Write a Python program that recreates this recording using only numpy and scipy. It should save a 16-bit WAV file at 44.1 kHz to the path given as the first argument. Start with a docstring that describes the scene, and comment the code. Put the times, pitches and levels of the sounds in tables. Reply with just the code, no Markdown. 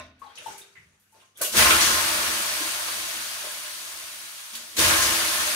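"""In a small wooden room, a dripping ladle is lifted from a steel pail and water is thrown twice on hot stones.
Each throw flashes to steam in quick puffs, then sizzles away, its bass dying first: shaped, gurgling noise.
Slaps of water are short noise bursts; drops plop as rising tones with tiny clicks where they strike.
Water trickles off the ladle as patchy noise and chirps; the pail rings in a few steady tones.
A faint mains hum and soft air noise lie under it all, and random echoes make the room."""
import sys
import numpy as np
from scipy import signal
from scipy.fft import rfft, irfft
from scipy.io import wavfile
from scipy.ndimage import uniform_filter1d

SR = 44100
rng = np.random.default_rng(int(sys.argv[2]) if len(sys.argv) > 2 else 0)


def unload_audio(sound):
    """Save the sound as a 16-bit wav file, at the path given as the first command line argument."""
    columns = np.transpose(np.atleast_2d(sound))
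    # keep every value between -1 and 1, then stretch to whole-number steps
    steps = np.round(np.clip(columns, -1, 1) * 32767)
    wavfile.write(sys.argv[1], SR, steps.astype(np.int16))


N = 244755  # length in samples
# the pitches and moments at which changing noise is drawn
HZ, TIMES = np.fft.rfftfreq(512, 1 / SR), np.arange(N // 128 + 5) * 128 / SR


# colour of the sizzle: (frequency [Hz], level [dB per Hz])
SIZZLE_COLOUR = [(260, -13), (450, -9), (606, -4.5), (735, 0.5), (1030, -5), (1250, -0.5), (4850, -3),
                 (5150, -1), (5800, -5), (7470, -5.5), (8930, -3.5), (10900, -7.5), (12000, -12),
                 (15700, -11.5)]
# colour of the deep rumble: (frequency [Hz], level [dB per Hz])
RUMBLE_COLOUR = [(25, -27), (45, -4), (100, 0), (150, -24.5), (220, 3.5), (275, -16), (330, 3.5),
                 (400, -9.5), (520, -1.5), (700, -40)]


def steam():
    """Countless tiny vapour bursts: a sizzle whose lower parts, roar and rumble, need more water than the top."""
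    sizzle_db, roar_db, rumble_db = boil(TIMES)
    low = 1 / (1 + (HZ[:, None] / 2300) ** 4)  # share that follows roar or rumble
    lowest = 1 / (1 + (HZ[:, None] / 560) ** 6)  # share that follows rumble
    tilt_db = (low - lowest) * roar_db + lowest * rumble_db
    patchy_db = 1.0 * patches(8, 8)
    hiss_gain = shape(SIZZLE_COLOUR, HZ)[:, None] * amp(sizzle_db + tilt_db + patchy_db)
    hiss = noise(hiss_gain, size=512)

    t = np.arange(N) / SR
    sizzle_db, rumble_db = np.interp(t, TIMES, sizzle_db), np.interp(t, TIMES, rumble_db)
    rumble_gain = shape(RUMBLE_COLOUR, np.fft.rfftfreq(4096, 1 / SR))[:, None]
    deep = evened(noise(rumble_gain, size=4096))

    # a steady dense crackle of tiny spits from droplets dancing on the stone, as loud as the sizzle allows
    tick = np.diff(signal.windows.hann(11), 2)
    spits = evened(signal.oaconvolve(sparse(540, 4.0, count=2), tick[None])[:, :N])
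    top = gurgling(hiss) + amp(sizzle_db - 6) * spits
    surge = uniform_filter1d(rng.standard_normal(N), size=5000)
    surge_db = 2.6 * evened(uniform_filter1d(surge, size=5000))
    return top, amp(sizzle_db + rumble_db + surge_db - 10.0) * gurgling(deep)


# ladlefuls landing on the stones: (time of full boil [s], rise [dB/s], sizzle level [dB],
# first flash above sizzle [dB], roar against sizzle [dB], rumble against sizzle [dB])
THROWS = [(1.575, 456.5, -28, 6.5, 2, -2), (4.792, 726, -27.5, 3, 0.5, -10.5)]
# the rumble dips briefly before the second throw, then comes back stronger: (time [s], level [dB])
RUMBLE_LULL = [(4.27, -0.5), (4.47, -11), (4.54, 5.5)]
FLASH_S, DRYING_DB_PER_S = 0.18, 6.5  # the flash sinks away, the stones dry
ROAR_LAG_DB, ROAR_LAG_S = 7, 0.032  # the roar sets in a moment after the sizzle
ROAR_LOSS_DB, ROAR_S, RUMBLE_LOSS_DB_PER_S = 9, 1.84, 5.5  # the lower parts thin out sooner


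def boil(t):
    """Level of the sizzle, and of roar and rumble against it, in dB; the throws add up in power."""
    s, rise_db_per_s, sizzle_db, flash_db, roar_db, rumble_db = np.transpose(THROWS)[:, :, None]
    age = np.maximum(t - s, 0)
    early = np.maximum(s - t, 0)
    level = sizzle_db + flash_db * np.exp(-age / FLASH_S)
    level = level - DRYING_DB_PER_S * age - rise_db_per_s * early
    roar = level + roar_db - ROAR_LAG_DB * np.exp(-age / ROAR_LAG_S)
    roar = roar - ROAR_LOSS_DB * (1 - np.exp(-age / ROAR_S))
    rumble = level + rumble_db - RUMBLE_LOSS_DB_PER_S * age + columns(RUMBLE_LULL, t)[0]
    level, roar, rumble = (10 * np.log10((amp(v) ** 2).sum(0) + 1e-30) for v in (level, roar, rumble))
    return level, roar - level, rumble - level


# resonances of the stove and room corner: (frequency [Hz], width [Hz], boost [dB])
STOVE = [(81, 20, 5), (245, 30, 4), (325, 26, 9), (440, 16, 4), (566, 14, 6), (608, 26, 10), (680, 20, 4),
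         (770, 90, -7), (920, 30, 3), (1049, 18, 10), (1086, 16, 7), (1175, 20, 4), (1310, 20, 3),
         (1460, 40, 4), (1640, 40, 7), (1780, 30, 5)]
GURGLE_DB = 2.4  # how far each hollow between the stones swells and fades


def gurgling(x):
    """The stove's resonances come and go, each in its own time, as water fills and leaves the hollows."""
    resonance = signal.stft(coloured(x, STOVE) - x, nperseg=2048)[2]
    swell = patches(4, 5, size=resonance.shape[1:])
    swollen = resonance * amp(GURGLE_DB * (swell - .5))
    return x + signal.istft(swollen, nperseg=2048)[1][:, :N]


# water slapping water or stone, a burst of spray or steam each:
# (time [s], level [dB], centre [Hz], width [Hz], time to fall 60 dB [s])
SLAPS = [(0.191, -64, 8050, 9000, 0.96), (0.246, -58, 6000, 9000, .088), (0.354, -44.5, 5240, 4070, 0.18),
         (0.374, -36, 2800, 1100, 0.13), (.462, -50, 10000, 12000, .2), (0.577, -41.5, 8900, 6030, 0.2),
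         (0.751, -51.5, 2130, 1200, 0.31), (0.756, -57, 110, 120, 0.67), (.996, -65, 10950, 9000, 0.48),
         (1.12, -60, 9250, 9000, 0.21), (1.14, -55, 600, 500, 0.16), (1.215, -57, 1120, 900, 0.2),
         (1.356, -53, 3400, 400, 0.2), (1.372, -42, 10000, 9000, 0.16), (1.39, -54, 610, 284, 0.26),
         (1.404, -29.5, 580, 345, 0.19), (1.413, -21, 8400, 14400, 0.42), (1.54, -27, 1100, 2400, 0.17),
         (1.444, -26.5, 2900, 700, 0.1), (1.522, -28.5, 6000, 7000, 0.44), (1.56, -29, 70, 60, 0.97),
         (1.585, -10.5, 1500, 2560, 0.085), (1.621, -5.5, 2000, 3130, 0.037),
         (1.646, -19.5, 1110, 1000, 0.2), (1.7, -13.5, 1380, 260, 0.16), (1.732, -27, 1410, 500, 0.051),
         (1.703, -9.5, 2700, 2500, 0.091), (1.806, -16.5, 5000, 5500, 0.47), (2.6, -30.5, 321, 50, 0.15),
         (2.88, -24, 1160, 597, 0.072), (3.431, -41, 590, 260, 0.28), (4.531, -37, 5000, 9000, 0.43),
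         (4.527, -48, 213, 59, 0.34), (4.548, -33, 3800, 2000, 0.1), (4.551, -32.5, 7900, 12000, 0.15),
         (4.781, -27, 70, 70, 0.72), (4.766, -22.5, 4400, 9100, 0.13), (4.83, -26, 3050, 3080, 0.85),
         (4.908, -13.5, 1300, 1190, 0.061), (5.02, -19, 5740, 5000, 0.21)]


def slaps():
    """Each slap of water: a band of noise that rises within milliseconds, slower when low, and dies."""
    out, t = np.zeros((2, N)), np.arange(SR // 2) / SR
    hz = np.fft.rfftfreq(len(t), 1 / SR)
    for s, db, centre_hz, width_hz, t60 in SLAPS:
        bass_cut = (hz / (hz + 0.048 * centre_hz)) ** 3
        band = bass_cut / (1 + (2 * (hz - centre_hz) / width_hz) ** 2)
        burst = evened(irfft(pair(hz, count=1)[..., 0] * band, len(t)))
        rise = 1 - np.exp(-t / (0.00089 + 7.3 / centre_hz))
        add(out, s, burst * rise * amp(db - 60 * t / t60), pan_db=-1.5)
    return coloured(out, STOVE)


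# drops and bubbles, in the pail and then between the stones:
# (time [s], level [dB], starting pitch [Hz], time to fall 60 dB [s], left over right [dB])
DROPS = [(.217, -31, 1098, 0.059, 9), (.244, -41, 852, 0.059, 15), (.262, -46, 3950, 0.032, -2),
         (.262, -41, 824, 0.1, 4), (.296, -53, 3250, .08, 9), (.39, -50, 510, .05, 8),
         (.416, -46, 600, 0.05, 10), (.451, -45, 3470, .074, 0), (.460, -26, 883, 0.047, 11.5),
         (.465, -42, 3040, 0.046, 4), (.47, -57.5, 388.7, 0.83, 2), (.481, -25.5, 871, 0.037, -7),
         (.499, -32, 837, 0.028, 9), (.526, -45, 930, 0.037, 0), (.542, -38, 840, 0.032, 2),
         (.575, -52, 834, 0.07, 5), (.612, -43, 3680, 0.082, -1), (.646, -55, 3710, 0.058, 1),
         (.753, -49, 2060, 0.076, -13), (.769, -42.5, 1990, 0.047, 13), (1.124, -58.5, 878, 0.31, 5),
         (1.409, -32.5, 1496, 0.12, 5), (1.417, -30.5, 1118, 0.072, 3), (1.439, -28, 615, 0.033, -2),
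         (1.475, -31, 604, 0.042, -8), (1.512, -48, 590, 0.05, -2)]
GLIDE, GLIDE_S = 0.016, 0.035  # share by which a bubble's pitch rises, and how soon
HOLD = 1.26  # above 1 a bubble holds its tone at first, then breaks off
ROUGH_PER_KHZ, ROUGH_S = 0.68, 0.035  # wander [radians per kHz of pitch], and how soon it grows


def drops():
    """A drop traps a bubble that rings unevenly, its pitch rising as it nears the surface."""
    out, t = np.zeros((2, N)), np.arange(SR // 2) / SR
    glide = np.cumsum(1 + GLIDE * (1 - np.exp(-t / GLIDE_S))) / SR
    breakup = 1.2 - np.exp(-t / ROUGH_S)  # grows from 0.2 to 1.2 of the wander
    for s, db, hz, t60, pan_db in DROPS:
        wobble = ROUGH_PER_KHZ * hz / 1000 * breakup * drift(len(t), 120)
        flutter_db = 3.5 * np.minimum(t / .05, 1) * drift(len(t), 300)
        ring = np.sin(2 * np.pi * hz * glide + wobble) * amp(flutter_db)
        rise = 1 - np.exp(-t / 0.0035)
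        add(out, s, ring * rise * amp(db - 60 * (t / t60) ** HOLD), pan_db)
    return out


# the instant a drop strikes the water: (time [s], level [dB], centre [Hz])
TICKS = [(.2433, -44, 4000), (0.355, -36, 4180), (.3574, -44, 11000), (0.3866, -31, 10400),
         (.5821, -40, 10000)]
TICK_S = 0.00025  # fade on either side of the instant


def ticks():
    """A drop striking water: a very short click, so its pitch is spread wide."""
    out, t = np.zeros((2, N)), np.arange(-100, 200) / SR
    for s, db, hz in TICKS:
        click = np.exp(-abs(t) / TICK_S) * np.sin(2 * np.pi * hz * t)
        add(out, s + t[0], amp(db) * click, pan_db=-3)
    return out


# water running off the ladle: (time [s], level [dB])
TRICKLE = [(0, -53), (.13, -83), (.24, -67.5), (.38, -65.5), (.5, -57), (.7, -75), (1.0, -83),
           (1.11, -81.5), (1.2, -71.5), (1.34, -85), (1.42, -50.5)]
# colour of the splashing: (frequency [Hz], level [dB per Hz])
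SPLASH_COLOUR = [(180, -68.5), (300, -25.5), (390, -9), (695, -10), (838, -12), (1530, -6), (2860, -10),
                 (6000, -18.5), (9000, -53)]
# fine spray against the splashing, before and after the ladle is lifted
LIFT_S, FIZZ_SUNK_DB, FIZZ_LIFTED_DB = .36, -12.5, 2.5


def trickle():
    """Patchy splashing with a fizz of fine spray on top, and small droplets that chirp."""
    level_db = columns(TRICKLE, TIMES)[0]
    fizz_db = np.where(TIMES < LIFT_S, FIZZ_SUNK_DB, FIZZ_LIFTED_DB)
    fizz_colour = shape([(4500, 7.0), (6500, 10.0), (10000, 6.5), (12000, -3), (15500, -4)], HZ)
    fizz = fizz_colour[:, None] * amp(fizz_db)
    patchy_db = 3 * patches(6, 6) + 1.5 * patches(90, 1)
    field = np.hypot(shape(SPLASH_COLOUR, HZ)[:, None], fizz) * amp(level_db + patchy_db)
    end_s = TRICKLE[-1][0]
    splashing = noise(field * (TIMES < end_s), size=512)

    # ten sizes of droplet, each a short upward chirp
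    u, pitch = np.arange(1000) / SR, np.geomspace(2000, 5000, num=10)[:, None]
    chirps = np.sin(2 * np.pi * pitch * u * (1 + 2 * u)) * u * np.exp(-u * pitch / 10)
    droplets = evened(signal.oaconvolve(sparse(30, 2.8, count=10), chirps, axes=1).sum(0)[:N])
    t = np.arange(N) / SR
    return splashing + droplets * amp(columns(TRICKLE, t)[0] - 8) * (t < end_s)


# the pail, still ringing from a knock: (frequency [Hz], level [dB], time to fall 60 dB [s])
PAIL_TONES = [(81.4, -49.5, 0.83), (257, -52.5, 1), (610, -47.5, 0.39), (663, -50, 0.44), (1473, -50, 0.43),
              (1880, -56, 0.4), (3650, -51, 0.32)]


def pail():
    """The steel wall rings in fading tones, each a little unsteady with the water moving inside."""
    t, out = np.arange(N) / SR, np.zeros(N)
    for hz, db, t60 in PAIL_TONES:
        sway = 0.83 * drift(N, 500)
        out += amp(db - 60 * t / t60) * np.sin(2 * np.pi * (hz * t + rng.random()) + sway)
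    return out


# mains hum: (frequency [Hz], average level [dB rms])
HUM = [(100, -79.5), (202, -82.5)]
# colour of the air noise: (frequency [Hz], level [dB per Hz])
AIR_COLOUR = [(18, -40), (30, 10), (206, 16), (421, 5), (540, -20), (4000, -18.5), (5200, -42),
              (8800, -120)]
AIR_DB = -81  # average level


def quiet():
    """Air of the house as soft noise, and a mains hum of two tones whose loudness wavers."""
    t = np.arange(N) / SR
    waver_db = 0.93 * drift((len(HUM), N), 4000)
    hum = sum(np.sqrt(2) * amp(db + w) * np.sin(2 * np.pi * hz * t) for (hz, db), w in zip(HUM, waver_db))
    air_gain = shape(AIR_COLOUR, np.fft.rfftfreq(2048, 1 / SR))[:, None]
    return hum + amp(AIR_DB) * evened(noise(air_gain, size=2048))


# how fast the walls swallow echoes: (frequency [Hz], time to fall 60 dB [s])
WALLS = [(100, 0.13), (1000, 0.35), (4000, 0.41), (12000, 0.085)]


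def room(x):
    """A tail of random echoes, each band dying at its own speed, alike on both sides in the bass."""
    hz, t = np.fft.rfftfreq(256, 1 / SR), np.arange(340) * 64 / SR
    decay = amp(-60 * t / read(WALLS, hz)[:, None]) * (t > .004)
    tail = signal.istft(pair(hz, count=len(t)) * decay, nperseg=256, noverlap=192)[1]
    return signal.fftconvolve(x, tail / np.linalg.norm(tail) * np.sqrt(2), axes=1)[:, :N]


# how alike the two sides are: (frequency [Hz], likeness [0 to 1])
LIKENESS = [(90, .995), (300, .85), (560, .6), (780, .1), (1040, .75), (1450, .2), (9200, .1), (10300, .4),
            (11000, 1), (13000, 1), (13700, .8), (14000, .75)]
# turn of the wave between the sides: (frequency [Hz], phase [radians])
SIDE_PHASE = [(430, 0), (620, 1.6), (950, 0), (1650, -2.8), (10500, 0), (13400, 0), (15700, 2.3)]
# loudness between the sides: (frequency [Hz], left over right [dB])
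BALANCE = [(200, 0), (550, 3), (1050, 0), (1300, 3), (2500, -2), (4200, 1), (4900, 6), (7800, 6),
           (9700, -8.5), (10900, 0)]


def pair(hz, count):
    """Random spectra for two sides that share part of their waves: sides x bins x count."""
    a, b, c, d = rng.standard_normal((count, len(hz), 4)).T
    same = np.clip(read(LIKENESS, hz), -1, 1)[:, None]
    turn = np.exp(1j * read(SIDE_PHASE, hz))[:, None]
    left = a + 1j * b
    right = same * turn * left + np.sqrt(1 - same ** 2) * (c + 1j * d)
    balance = amp(np.multiply.outer([.5, -.5], read(BALANCE, hz)))
    return np.array([left, right]) * balance[:, :, None]


def noise(gain, size):
    """Two-sided noise; gain is bins x frames, or one column for all frames."""
    z = pair(np.fft.rfftfreq(size, 1 / SR), count=4 * N // size + 5) * gain
    return signal.istft(z, nperseg=size, noverlap=3 * size // 4)[1][:, :N] * 3  # near unit power


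def patches(bins, frames, size=(len(HZ), len(TIMES))):
    """Random patches over frequency and time, rms 1."""
    field = uniform_filter1d(rng.standard_normal(size), size=bins, axis=0)
    return evened(uniform_filter1d(field, size=frames, axis=1))


def drift(shape, size):
    """Slow random wandering, rms 1, smoothed over size samples."""
    return evened(uniform_filter1d(rng.standard_normal(shape), size=size))


def sparse(per_s, spread_db, count):
    """Trains of clicks at random times, a few of them large."""
    heights = amp(spread_db * np.minimum(rng.exponential(1, (count, N)), 5))
    return heights * (rng.random((count, N)) < per_s / SR)


def coloured(x, modes):
    """Lifts or cuts each resonance; phase follows from gain so that nothing rings before its cause."""
    hz = abs(np.fft.fftfreq(N, 1 / SR))
    gain_db = sum(db / (1 + (2 * (hz - f) / width) ** 2) for f, width, db in modes)
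    log_response = signal.hilbert(np.log(amp(gain_db))).conj()
    return irfft(rfft(x) * np.exp(log_response)[:N // 2 + 1], N)


def add(mix, s, sound, pan_db):
    """Lays a sound into the mix at time s; positive pan_db leans left."""
    part = mix[:, round(s * SR):][:, :sound.shape[-1]]
    part += amp([[pan_db / 2], [-pan_db / 2]]) * sound[..., :part.shape[1]]


def amp(db):
    """Decibels to a plain factor."""
    return 10 ** (np.asarray(db) / 20)


def evened(x):
    """Scales to rms 1."""
    return x / np.sqrt(np.mean(x ** 2) + 1e-20)


def read(points, hz):
    """Reads a table between its frequencies, on a logarithmic scale."""
    f, value = np.transpose(points)
    return np.interp(np.log(hz + 1), np.log(f + 1), value)


def shape(points, hz):
    """Gain per bin of a spectrum, total power 1."""
    gain = amp(read(points, hz))
    return gain / np.linalg.norm(gain)


def columns(rows, t):
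    """Reads every column of a table between its times."""
    s, *values = np.transpose(rows)
    return [np.interp(t, s, v) for v in values]


def scene():
    """Water and steam sound directly and through the room; rumble, pail and background have no echo."""
    water = slaps() + drops() + ticks() + trickle()
    hiss, rumble = steam()
    echoes = room(amp(-6.5) * water + amp(-13.5) * hiss)
    return water + hiss + rumble + echoes + pail() + quiet()


# narrow dips in the treble: (frequency [Hz], width [Hz], change [dB])
TREBLE_DIPS = [(5194, 230, -9.5), (7470, 270, -9), (9700, 130, -6.5)]
EDGE_HZ = 15760  # top of the band


def record(dry):
    """The deepest bass is rolled off, three narrow dips sit in the treble, then the band limit."""
    dry = signal.sosfilt(signal.butter(2, 35, "high", fs=SR, output="sos"), dry)
    edge = signal.firwin(1023, EDGE_HZ, window=("kaiser", 9), fs=SR)
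    return signal.oaconvolve(coloured(dry, TREBLE_DIPS), edge[None], "same")


dry = scene()
out = record(dry)
unload_audio(out)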